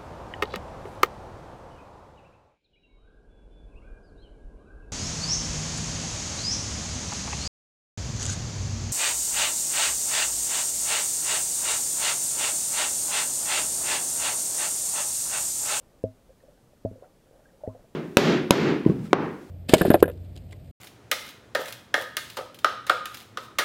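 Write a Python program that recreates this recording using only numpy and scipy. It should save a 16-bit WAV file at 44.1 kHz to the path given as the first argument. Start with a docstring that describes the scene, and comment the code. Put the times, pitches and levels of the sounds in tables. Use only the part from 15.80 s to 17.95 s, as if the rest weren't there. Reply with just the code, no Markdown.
"""Small waves slap a kayak's hull, heard from just under the surface.
A low wash of water and the microphone's steady hiss run from start to end. At 0.24 s the first slap
rings the hull and the pocket of air that it traps. Bubbles gurgle until a double slap just after 1 s,
which comes with a loud bubble. More sloshing and bubbling lead to a last, softer slap near 1.9 s."""
import sys
import numpy as np
from scipy import signal
from scipy.fft import rfft, irfft, next_fast_len
from scipy.io import wavfile
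from scipy.ndimage import map_coordinates

SR = 44100
rng = np.random.default_rng(int(sys.argv[2]) if len(sys.argv) > 2 else 0)


def store_pcm(level_fs):
    """Save levels as 16-bit WAV."""
    pcm = np.round(np.clip(level_fs, -1, 1) * 32767).astype(np.int16)
    wavfile.write(sys.argv[1], SR, np.atleast_2d(pcm).T)


N = 94815

# tone colour of the microphone's hiss: (frequency [Hz], relative level [dB])
HISS_SPECTRUM = [(100, 4), (1500, 0.5), (2500, 0.5), (5000, -2), (9000, -3.5), (14000, -7), (15700, -10)]
# tone colour of the wash: (frequency [Hz], relative level [dB])
WASH_SPECTRUM = [(15, -9), (38, 1), (70, -6.5), (150, -5.5), (300, -10.5), (520, -11), (700, -16.5),
                 (1000, -22.5), (1600, -29), (3000, -50)]
# slow rise and fall of the wash: (time [s], level [dB])
WASH_LEVELS = [(0, -58.5), (.4, -61), (.85, -60.5), (1.2, -59), (1.4, -62.5), (1.8, -61), (2, -58),
               (2.15, -58)]
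# tone colour of churning water: (frequency [Hz], relative level [dB])
SLOSH_SPECTRUM = [(150, -20), (380, -7), (540, 4.5), (780, -5), (1100, -19), (1500, -15.5), (2200, -28),
                  (4000, -49)]
# short swells of churning water: (time of the peak [s], level [dB], half width [s])
SLOSH_SWELLS = [(0.131, -60.5, 0.024), (.68, -63, 0.081), (1.245, -54.5, 0.03), (1.59, -62, 0.13),
                (1.836, -59.5, 0.038), (1.98, -60.5, 0.065)]
# nearby bubbles; a fade time, here and below, is how long a sound takes to drop by 60 dB:
# (time [s], level [dB], starting pitch [Hz], fade time [s], pitch rise [octaves/s])
NEAR_BUBBLES = [(.009, -50, 500, 0.054, 6.5), (.493, -44.5, 480, 0.043, 12), (.503, -45, 535, 0.062, 0.5),
                (.603, -56, 1810, 0.033, 1), (0.636, -46, 522, 0.077, 4), (.6835, -44.5, 562, 0.067, 3.5),
                (.774, -60, 1540, 0.046, 3), (.933, -42.5, 545, 0.022, 5), (1.0563, -24, 632.5, .1, 1.1),
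                (1.131, -49, 537, 0.037, 2), (1.156, -40, 540, 0.082, -4), (1.182, -44, 488, 0.07, 0),
                (1.223, -32, 522, 0.025, 15), (1.228, -50, 1000, 0.033, 6), (1.232, -48, 716.5, 0.16, 2.5),
                (1.242, -57, 1395, 0.065, -5), (1.259, -46, 503, 0.048, 8), (1.51, -42, 479, 0.03, -2),
                (1.552, -50.5, 543, 0.082, -1.5), (1.593, -50, 585, 0.066, 12.5),
                (1.655, -49, 1580, 0.044, 5), (1.688, -57, 1810, 0.037, 2.5),
                (1.702, -55.5, 1580, 0.035, 3), (1.73, -51, 503, 0.11, 5.5), (1.805, -53, 873, 0.049, 1),
                (1.834, -48.5, 884, 0.095, -0.5), (1.8352, -26.5, 587.4, 0.095, 5),
                (1.859, -36, 651, .11, 14), (1.868, -54.5, 1880, 0.033, 6), (1.895, -52, 1062, 0.13, -2),
                (1.948, -40, 489, 0.082, 4.5), (1.964, -47, 543, .06, 3.5), (1.95, -42.5, 695, 0.047, 3.5),
                (2.043, -49.5, 622, 0.066, 5.5)]
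# tone colour of a slap's splash: (frequency [Hz], relative level [dB])
SPLASH_SPECTRUM = [(300, -6), (700, -1.5), (950, -2), (1250, -26), (1700, -11), (2400, -32), (5000, -51)]
# the hull's own notes: (pitch [Hz], relative level [dB], fade time [s], first swing [+1 or -1])
HULL_NOTES = [(40, -42, 0.13, 1), (104.4, -26.5, 0.19, -1), (194, -23.5, .041, -1), (256.6, -35, .24, -1),
              (413, -20.5, .031, -1), (638.5, -16, 0.14, 1), (900, -24.5, 0.027, 1)]
# waves hitting the hull: (time [s], gain [dB], treble cut-off [Hz],
# air pocket pitch [Hz], air pocket relative level [dB], air pocket fade time [s])
HULL_SLAPS = [(0.2385, -0.5, 487, 536, -12.5, 0.049), (1.0495, 0, 387, 571, -12.5, 0.064),
              (1.1128, -11, 340, 540, -21.5, 0.1), (1.8754, -4.5, 434, 542, -17, 0.054)]


def amp(db):
    """Turn decibels into a number to multiply a sound by."""
    return 10 ** (np.asarray(db) / 20)


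def filtered(sound, gain_at):
    """Scale each frequency in a sound by gain_at(hz)."""
    size = next_fast_len(N + 8192)
    hz = np.fft.rfftfreq(size, 1 / SR)
    return irfft(rfft(sound, size) * gain_at(hz), size)[:N]


def noise(spectrum):
    """Noise with the given tone colour, scaled to an average (rms) size of 1."""
    points_hz, db = np.transpose(spectrum)
    white = rng.standard_normal(N)
    coloured = filtered(white, lambda hz: amp(np.interp(np.log(hz + 1), np.log(points_hz), db)))
    return coloured / coloured.std()


def wobble(per_s):
    """A smooth curve through per_s random values a second."""
    points = rng.standard_normal(int(N * per_s / SR) + 4)
    return map_coordinates(points, [np.arange(N) * per_s / SR])


def add(track, start_s, sound):
    """Mix a sound into the track at the given time."""
    part = track[max(round(start_s * SR), 0):][:len(sound)]
    part += sound[:len(part)]


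def ring(hz, fade_s, rise=0):
    """A fading tone whose pitch slides by rise octaves a second until fade_s."""
    t = np.arange(SR // 2) / SR
    cycles = np.cumsum(hz * 2 ** (rise * np.minimum(t, fade_s))) / SR
    return np.sin(2 * np.pi * cycles) * np.exp(-np.log(1000) * t / fade_s)


def bubble(hz, fade_s, rise):
    """The air in one bubble rings: a sliding tone with a soft start."""
    tone = ring(hz, fade_s, rise)
    t = np.arange(len(tone)) / SR
    return tone * (1 - np.exp(-(t / 0.0015) ** 2))  # swells in about 1.5 ms


def hiss():
    """The microphone's own faint, steady noise."""
    return amp(-70) * noise(HISS_SPECTRUM)


def wash():
    """Moving water makes a low murmur whose level wavers a little."""
    level_db = np.interp(np.arange(N) / SR, *np.transpose(WASH_LEVELS))
    waver_db = 1.2 * wobble(per_s=21.73)
    return amp(level_db + waver_db) * noise(WASH_SPECTRUM)


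def far_bubbles(per_s, db, hz, fade_s, spread_octaves, spread_db, rise):
    """Faint bubbles of similar size ring further off, at random times."""
    out = np.zeros(N)
    draws = rng.uniform(-1, 1, size=(200, 4))
    for when, loudness, pitch, glide in draws[:int(per_s * N / SR)]:
        start_s = (when + 1) / 2 * N / SR
        tone = bubble(hz * 2 ** (spread_octaves * pitch), fade_s, rise * (1 + glide))
        add(out, start_s, amp(db + spread_db * loudness) * tone)
    return out


def sloshes():
    """Water churns along the hull in short swells of noise."""
    t = np.arange(N) / SR
    swells = sum(amp(db) * np.exp(-((t - peak_s) / width_s) ** 2) for peak_s, db, width_s in SLOSH_SWELLS)
    return swells * noise(SLOSH_SPECTRUM)


def near_bubbles():
    """Single bubbles ring as they pinch off beside the hull."""
    out = np.zeros(N)
    for start_s, db, hz, fade_s, rise in NEAR_BUBBLES:
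        add(out, start_s, amp(db) * bubble(hz, fade_s, rise))
    return out


def splashes(db=-50.5, fade_s=0.04):
    """Each slap comes with a faint, brighter splash: a quick burst of noise."""
    t = np.arange(SR // 4) / SR
    fade = np.exp(-np.log(1000) * t / fade_s)
    bursts = np.zeros(N)
    for start_s, slap_db, *_ in HULL_SLAPS:
        add(bursts, start_s, amp(slap_db + db) * fade)
    return bursts * noise(SPLASH_SPECTRUM)


def slaps():
    """Water is a soft hammer: it rings only the low notes of the hull and the trapped air."""
    out = np.zeros(N)
    hull = sum(np.sign(swing) * amp(db) * ring(hz, fade_s) for hz, db, fade_s, swing in HULL_NOTES)
    for start_s, db, cutoff_hz, pocket_hz, pocket_db, pocket_fade_s in HULL_SLAPS:
        air_pocket = amp(pocket_db) * ring(pocket_hz, pocket_fade_s)
        treble_cut = signal.butter(4, cutoff_hz, fs=SR, output="sos")
        add(out, start_s, amp(db) * signal.sosfilt(treble_cut, hull + air_pocket))
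    return out


def scene():
    """All the water sounds meet at one underwater microphone; the smallest bubbles make the fizz."""
    gurgle = far_bubbles(per_s=70, db=-62.5, hz=550.7, fade_s=0.041,
                         spread_octaves=0.26, spread_db=3, rise=1.9)
    fizz = far_bubbles(per_s=40, db=-70.5, hz=1366, fade_s=0.05,
                       spread_octaves=0.547, spread_db=4, rise=2.8)
    return (slaps() + splashes() + near_bubbles() + sloshes() + gurgle + fizz + wash())[None]


def record(dry):
    """The microphone adds its hiss, and the very highest treble is cut away."""
    return filtered(dry[0] + hiss(), lambda hz: hz < 15720)[None]


dry = scene()
out = record(dry)
store_pcm(out)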